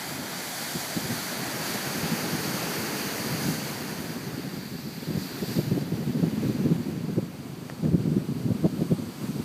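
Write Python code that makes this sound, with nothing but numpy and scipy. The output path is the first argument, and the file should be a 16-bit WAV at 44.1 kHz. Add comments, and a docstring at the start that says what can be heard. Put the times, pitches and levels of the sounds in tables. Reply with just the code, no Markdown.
"""A steady roar and hiss: surf breaks on a lava flow below a cliff and boils off as steam.
Countless far bubbles and steam jets merge into one wash, which dims and changes colour
as a hand-held camera turns from the sea to the land. Gusts and eddies buffet its single
microphone harder and harder with rumble and flutter. Late on, two faint ticks sound close by."""
import sys
import numpy as np
from scipy import signal
from scipy.fft import rfft, irfft
from scipy.io import wavfile
from scipy.ndimage import uniform_filter1d

SR = 44100
rng = np.random.default_rng(int(sys.argv[2]) if len(sys.argv) > 2 else 0)


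def wrap_up_sound(samples):
    """Save the sound to the file named by the first command line argument, as 16-bit audio."""
    columns = np.atleast_2d(samples).T
    # keep every value between -1 and 1, then stretch to whole-number steps
    tamed = np.clip(columns, -1, 1)
    steps = np.round(tamed * 32767).astype(np.int16)
    wavfile.write(sys.argv[1], SR, steps)


N = 416304
TIME = np.arange(N) / SR

# fader rides of the shore: t/s, surf roar level/dB, steam hiss level/dB
SHORE_LEVELS = [(0, -40.5, -40.3), (0.25, -41, -42.0), (0.65, -40, -37), (1.05, -40, -38.5),
                (1.35, -38, -38.5), (2.55, -37, -37.5), (3.5, -39.5, -39), (4.4, -46, -48),
                (4.85, -49.5, -48.5), (5.4, -44.5, -45), (5.85, -49.0, -50.0), (6.5, -48, -50),
                (7.25, -52.5, -55.5), (8.3, -51.8, -54.0), (9.44, -50, -49.9)]
# brief surges of steam: t/s, hiss gain/dB, half length/s
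STEAM_SURGES = [(.7, -0.4, 0.11), (1.7, 1.5, 0.055), (3.48, 2, 0.064), (5.23, 2, 0.046), (5.54, 4.5, .09)]
# base tone of surf and steam together: f/Hz, relative level/dB
WASH_SPECTRUM = [(30, -22), (70, -23), (160, -3), (330, -2.5), (520, -7.5), (800, -7), (1150, -10.5),
                 (1600, -8.5), (2300, -11.5), (3000, -14), (6300, -15.5), (9300, -19.5), (13300, -15),
                 (15500, -21)]
# resonances of the microphone port: f/Hz, half width/Hz, gain/dB
PORT_EQ = [(4390, 420, 3.5), (4770, 240, 4.5), (5140, 290, -2.5)]
# peaks and shadows cast by the camera and its holder, per heading: f/Hz, half width/Hz, gain/dB
FACING_SEA_EQ = [(408, 125, -5), (1120, 140, -2.5), (2750, 210, -5), (7600, 1400, 2.5), (10900, 850, 4)]
SIDEWAYS_EQ = [(412, 125, 3), (3600, 760, -2.5), (4450, 450, 0.5), (6500, 430, 2), (7450, 550, -1.8),
               (9750, 900, 1.5)]
OVER_SHOULDER_EQ = [(950, 1000, -2), (3080, 330, -1.5), (4630, 870, 3), (6330, 320, -1), (9100, 280, -1),
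                    (11200, 600, -4.5), (12700, 1300, 2.5)]
SEA_BEHIND_EQ = [(700, 170, 1.2), (1520, 300, -1.9), (3000, 450, 0.82), (8600, 400, -.8),
                 (11000, 400, -1.2)]
FULLY_AWAY_EQ = [(1050, 330, 2), (1790, 340, -4), (2920, 370, 0.3), (8400, 730, 4), (10600, 900, 0.5)]
# the turn through those five headings: t/s, heading (0 facing the sea to 4 fully away)
CAMERA_TURN = [(0, 0), (.9, .1), (2.1, .9), (3.9, 1.05), (4.75, 1.95), (5.5, 2.05), (5.9, 2.9), (6.7, 3.1),
               (7.5, 3.8), (8.6, 4)]

# small dry ticks: t/s, gain/dB
TICK_HITS = [(7.699, -22.5), (7.852, -34)]
# the ring of a tick: f/Hz, relative level/dB, t60/s
TICK_RING = [(726, -5, 0.0073), (1240, -4, 0.0043), (1780, -8, 0.012), (2400, -16, 0.0058),
             (4400, -15, .004)]

# the breeze under the gusts: t/s, level/dB
BREEZE_LEVELS = [(0, -52), (.6, -50.5), (1.4, -41), (2.7, -40), (4.4, -36), (5.1, -39), (7.5, -39),
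                 (9.44, -43.5)]
# gusts that rise out of the breeze, hold and fall back: start t/s, hold/s, level/dB
WIND_GUSTS = [(.12, 0.056, -38), (1.057, .06, -32), (1.986, 0.61, -34.5), (3.292, 0.3, -32),
              (5.12, 0.055, -29), (5.52, 0.78, -29.5), (6.137, 0.66, -28), (6.898, .32, -31.5),
              (7.856, .3, -26), (8.29, 0.73, -30.5), (9.234, 0.28, -32.5)]
# the strongest eddies to hit the port: t/s, peak level/dB, sharpness (flutter against rumble)/dB
LARGE_EDDIES = [(.762, -27, -24), (.973, -25, -10), (2.039, -25.5, -20), (2.13, -22, -21),
                (2.339, -24.5, -24), (3.486, -22, -19), (5.429, -25, -5.5), (5.59, -19.5, -8),
                (5.722, -18.5, -17), (5.778, -26, -1), (6.236, -17.5, -7.5), (6.496, -21.5, -11),
                (6.66, -18.5, -12), (6.718, -15, -13), (7.183, -19.5, -6), (7.887, -21, -11.5),
                (7.947, -14.5, -15.5), (8.173, -17, -21), (8.46, -21.5, -16), (8.513, -18.5, -15),
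                (8.653, -16, -3), (8.819, -20.5, -8.5), (8.922, -15.5, -12)]
# the wind's deep rumble and the higher flutter on top of it: f/Hz, relative level/dB
RUMBLE_SPECTRUM = [(22, -29), (40, -27), (60, -17), (100, -7), (150, 2.5), (240, -1), (310, -8.5),
                   (430, -18), (700, -42), (1300, -47), (4000, -90)]
FLUTTER_SPECTRUM = [(40, -50), (150, -18), (280, 7), (400, 1.5), (540, -3.5), (750, -15), (1100, -29),
                    (2000, -45), (5000, -80)]


def gain_of(db):
    """Decibels to amplitude."""
    return 10 ** (np.asarray(db) / 20)


def unit_rms(x):
    """Scales to an rms of 1."""
    return x / np.sqrt(np.mean(x ** 2) + 1e-20)


def curve_at(points, hz):
    """Breakpoints joined by straight lines over log frequency."""
    f, values = np.transpose(points)
    return np.interp(np.log(hz + 1), np.log(f + 1), values)


def follow(rows, t):
    """Each lane of a breakpoint envelope at the times t."""
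    times, *lanes = np.transpose(rows)
    return [np.interp(t, times, lane) for lane in lanes]


def bells(rows, x):
    """Bell-shaped boosts and cuts in dB, along frequency or time."""
    return sum(db * np.exp(-((x - centre) / width) ** 2) for centre, width, db in rows)


def smooth(x, size, axis=0):
    """A triangular running mean."""
    return uniform_filter1d(uniform_filter1d(x, size, axis), size, axis)


def turning_eq(t, hz):
    """The peaks and shadows of camera and holder crossfade as the heading turns; in dB."""
    heading, = follow(CAMERA_TURN, t)
    eqs = [FACING_SEA_EQ, SIDEWAYS_EQ, OVER_SHOULDER_EQ, SEA_BEHIND_EQ, FULLY_AWAY_EQ]
    return sum(np.maximum(1 - abs(heading - k), 0)[:, None] * bells(eq, hz) for k, eq in enumerate(eqs))


def surf_and_steam(patchy_db=0.57, churn_db=0.35, roar_trim_db=-0.1, hiss_trim_db=0.08):
    """The bed: countless far bubbles and steam jets merge into a wash of shaped noise."""
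    frame, hop = 1024, 256
    hz = np.fft.rfftfreq(frame, 1 / SR)
    t = np.arange(N // hop + 5) * hop / SR
    colour_db = curve_at(WASH_SPECTRUM, hz) + bells(PORT_EQ, hz) + turning_eq(t, hz)
    roar_db, hiss_db = follow(SHORE_LEVELS, t)
    hiss_db += hiss_trim_db + bells([(s, length, db) for s, db, length in STEAM_SURGES], t)
    sizzle_db = hiss_db - 4  # the fine spray follows the steam
    # ride each band to its level, blending between the band centres
    levels_db = [roar_db + roar_trim_db, hiss_db, sizzle_db]
    bands_hz = [(900, 2500), (3500, 8000), (9000, 15000)]
    centres_hz = np.sqrt(np.prod(bands_hz, axis=1))
    gain = np.zeros(colour_db.shape)
    for (lo, hi), share, level_db in zip(bands_hz, np.eye(3), levels_db):
        band_rms = np.sqrt(np.mean(gain_of(colour_db) ** 2 * ((hz > lo) & (hz < hi)), axis=1))
        blend = curve_at(list(zip(centres_hz, share)), hz)
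        gain += (gain_of(level_db) / band_rms)[:, None] * blend
    # single splashes and jets light up patches; the whole mass churns a little
    patches = unit_rms(smooth(smooth(rng.standard_normal(gain.shape), size=8), size=14, axis=1))
    churn = unit_rms(smooth(rng.standard_normal(len(t)), size=9))[:, None]
    gain *= gain_of(colour_db + patchy_db * patches + churn_db * churn)
    noise = rng.standard_normal(N + 2 * frame)
    spectra = signal.stft(noise, nperseg=frame, noverlap=frame - hop)[2][:, :len(t)]
    return signal.istft(spectra * gain.T, nperseg=frame, noverlap=frame - hop)[1][:N]


def ticks():
    """Close detail: light knocks on something small and well damped."""
    t, out = np.arange(SR // 20) / SR, np.zeros(N)
    ring = sum(gain_of(db - 60 * t / t60) * np.sin(2 * np.pi * hz * t) for hz, db, t60 in TICK_RING)
    for s, db in TICK_HITS:
        out[round(s * SR):][:len(t)] += gain_of(db) * ring
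    return out


def turbulence(spectrum):
    """The wind's raw texture: coloured noise, levelled from one moment to the next."""
    colour = gain_of(curve_at(spectrum, np.fft.rfftfreq(N, 1 / SR)))
    noise = irfft(rfft(rng.standard_normal(N)) * colour, N)
    return noise / np.sqrt(smooth(noise ** 2, size=700) + 1e-20)


def small_eddies():
    """A random wobble within +-1: small eddies come and go some twenty times a second."""
    noise = rng.standard_normal(N)
    return np.tanh(unit_rms(smooth(noise, size=800) - smooth(noise, size=3500)))


def airflow(attack_s=0.094, release_s=0.13):
    """The wind's envelope: the breeze, or whichever gust is stronger."""
    flow = gain_of(follow(BREEZE_LEVELS, TIME)[0])
    for start, hold, db in WIND_GUSTS:
        corners = [start - attack_s, start, start + hold, start + hold + release_s]
        flow = np.maximum(flow, gain_of(db) * np.interp(TIME, corners, [0, 1, 1, 0]))
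    return flow


def wind_buffets(flow_trim_db=-0.3, lumpy_db=5.8, eddy_trim_db=-0.2, eddy_sigma_s=0.0098,
                 hard_blow_db=-27, flutter_db=-13.0, ragged_db=3, flutter_growth=0.89):
    """Up front: a lumpy stream of air rumbles and flutters on the port, and single eddies thump it."""
    # the air is briefly calmer behind each large eddy
    wake_lag_s, wake_half_s, wake_db = 0.07, 0.023, -3.5
    wakes_db = bells([(s + wake_lag_s, wake_half_s, wake_db) for s, _, _ in LARGE_EDDIES], TIME)
    rumble_env = airflow() * gain_of(flow_trim_db + lumpy_db * small_eddies() + wakes_db)
    # the flutter rides on the rumble, with a raggedness of its own
    drive = (rumble_env / gain_of(hard_blow_db)) ** flutter_growth
    flutter_env = drive * gain_of(hard_blow_db + flutter_db + ragged_db * small_eddies())
    # a large eddy takes over the port for as long as it passes
    for s, db, sharpness_db in LARGE_EDDIES:
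        near = abs(TIME - s) < 6 * eddy_sigma_s
        thump = gain_of(db + eddy_trim_db) * np.exp(-.5 * ((TIME[near] - s) / eddy_sigma_s) ** 2)
        rumble_env[near] = np.maximum(rumble_env[near], thump)
        flutter_env[near] = np.maximum(flutter_env[near], thump * gain_of(sharpness_db))
    return rumble_env * turbulence(RUMBLE_SPECTRUM) + flutter_env * turbulence(FLUTTER_SPECTRUM)


def scene():
    """A mono mix: one microphone feeds both channels."""
    mono = surf_and_steam() + ticks() + wind_buffets()
    return np.array([mono, mono])


def record(dry):
    """The camera's wind filter thins the deep bass, and its band limit shaves off the very top."""
    low_cut_hz, high_cut_hz = 77, 15290
    wind_filter = signal.butter(2, low_cut_hz, "highpass", fs=SR, output="sos")
    band_limit = signal.firwin(1023, high_cut_hz, window=("kaiser", 9), fs=SR)
    return signal.oaconvolve(signal.sosfilt(wind_filter, dry), band_limit[None], "same")


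dry = scene()
out = record(dry)
wrap_up_sound(out)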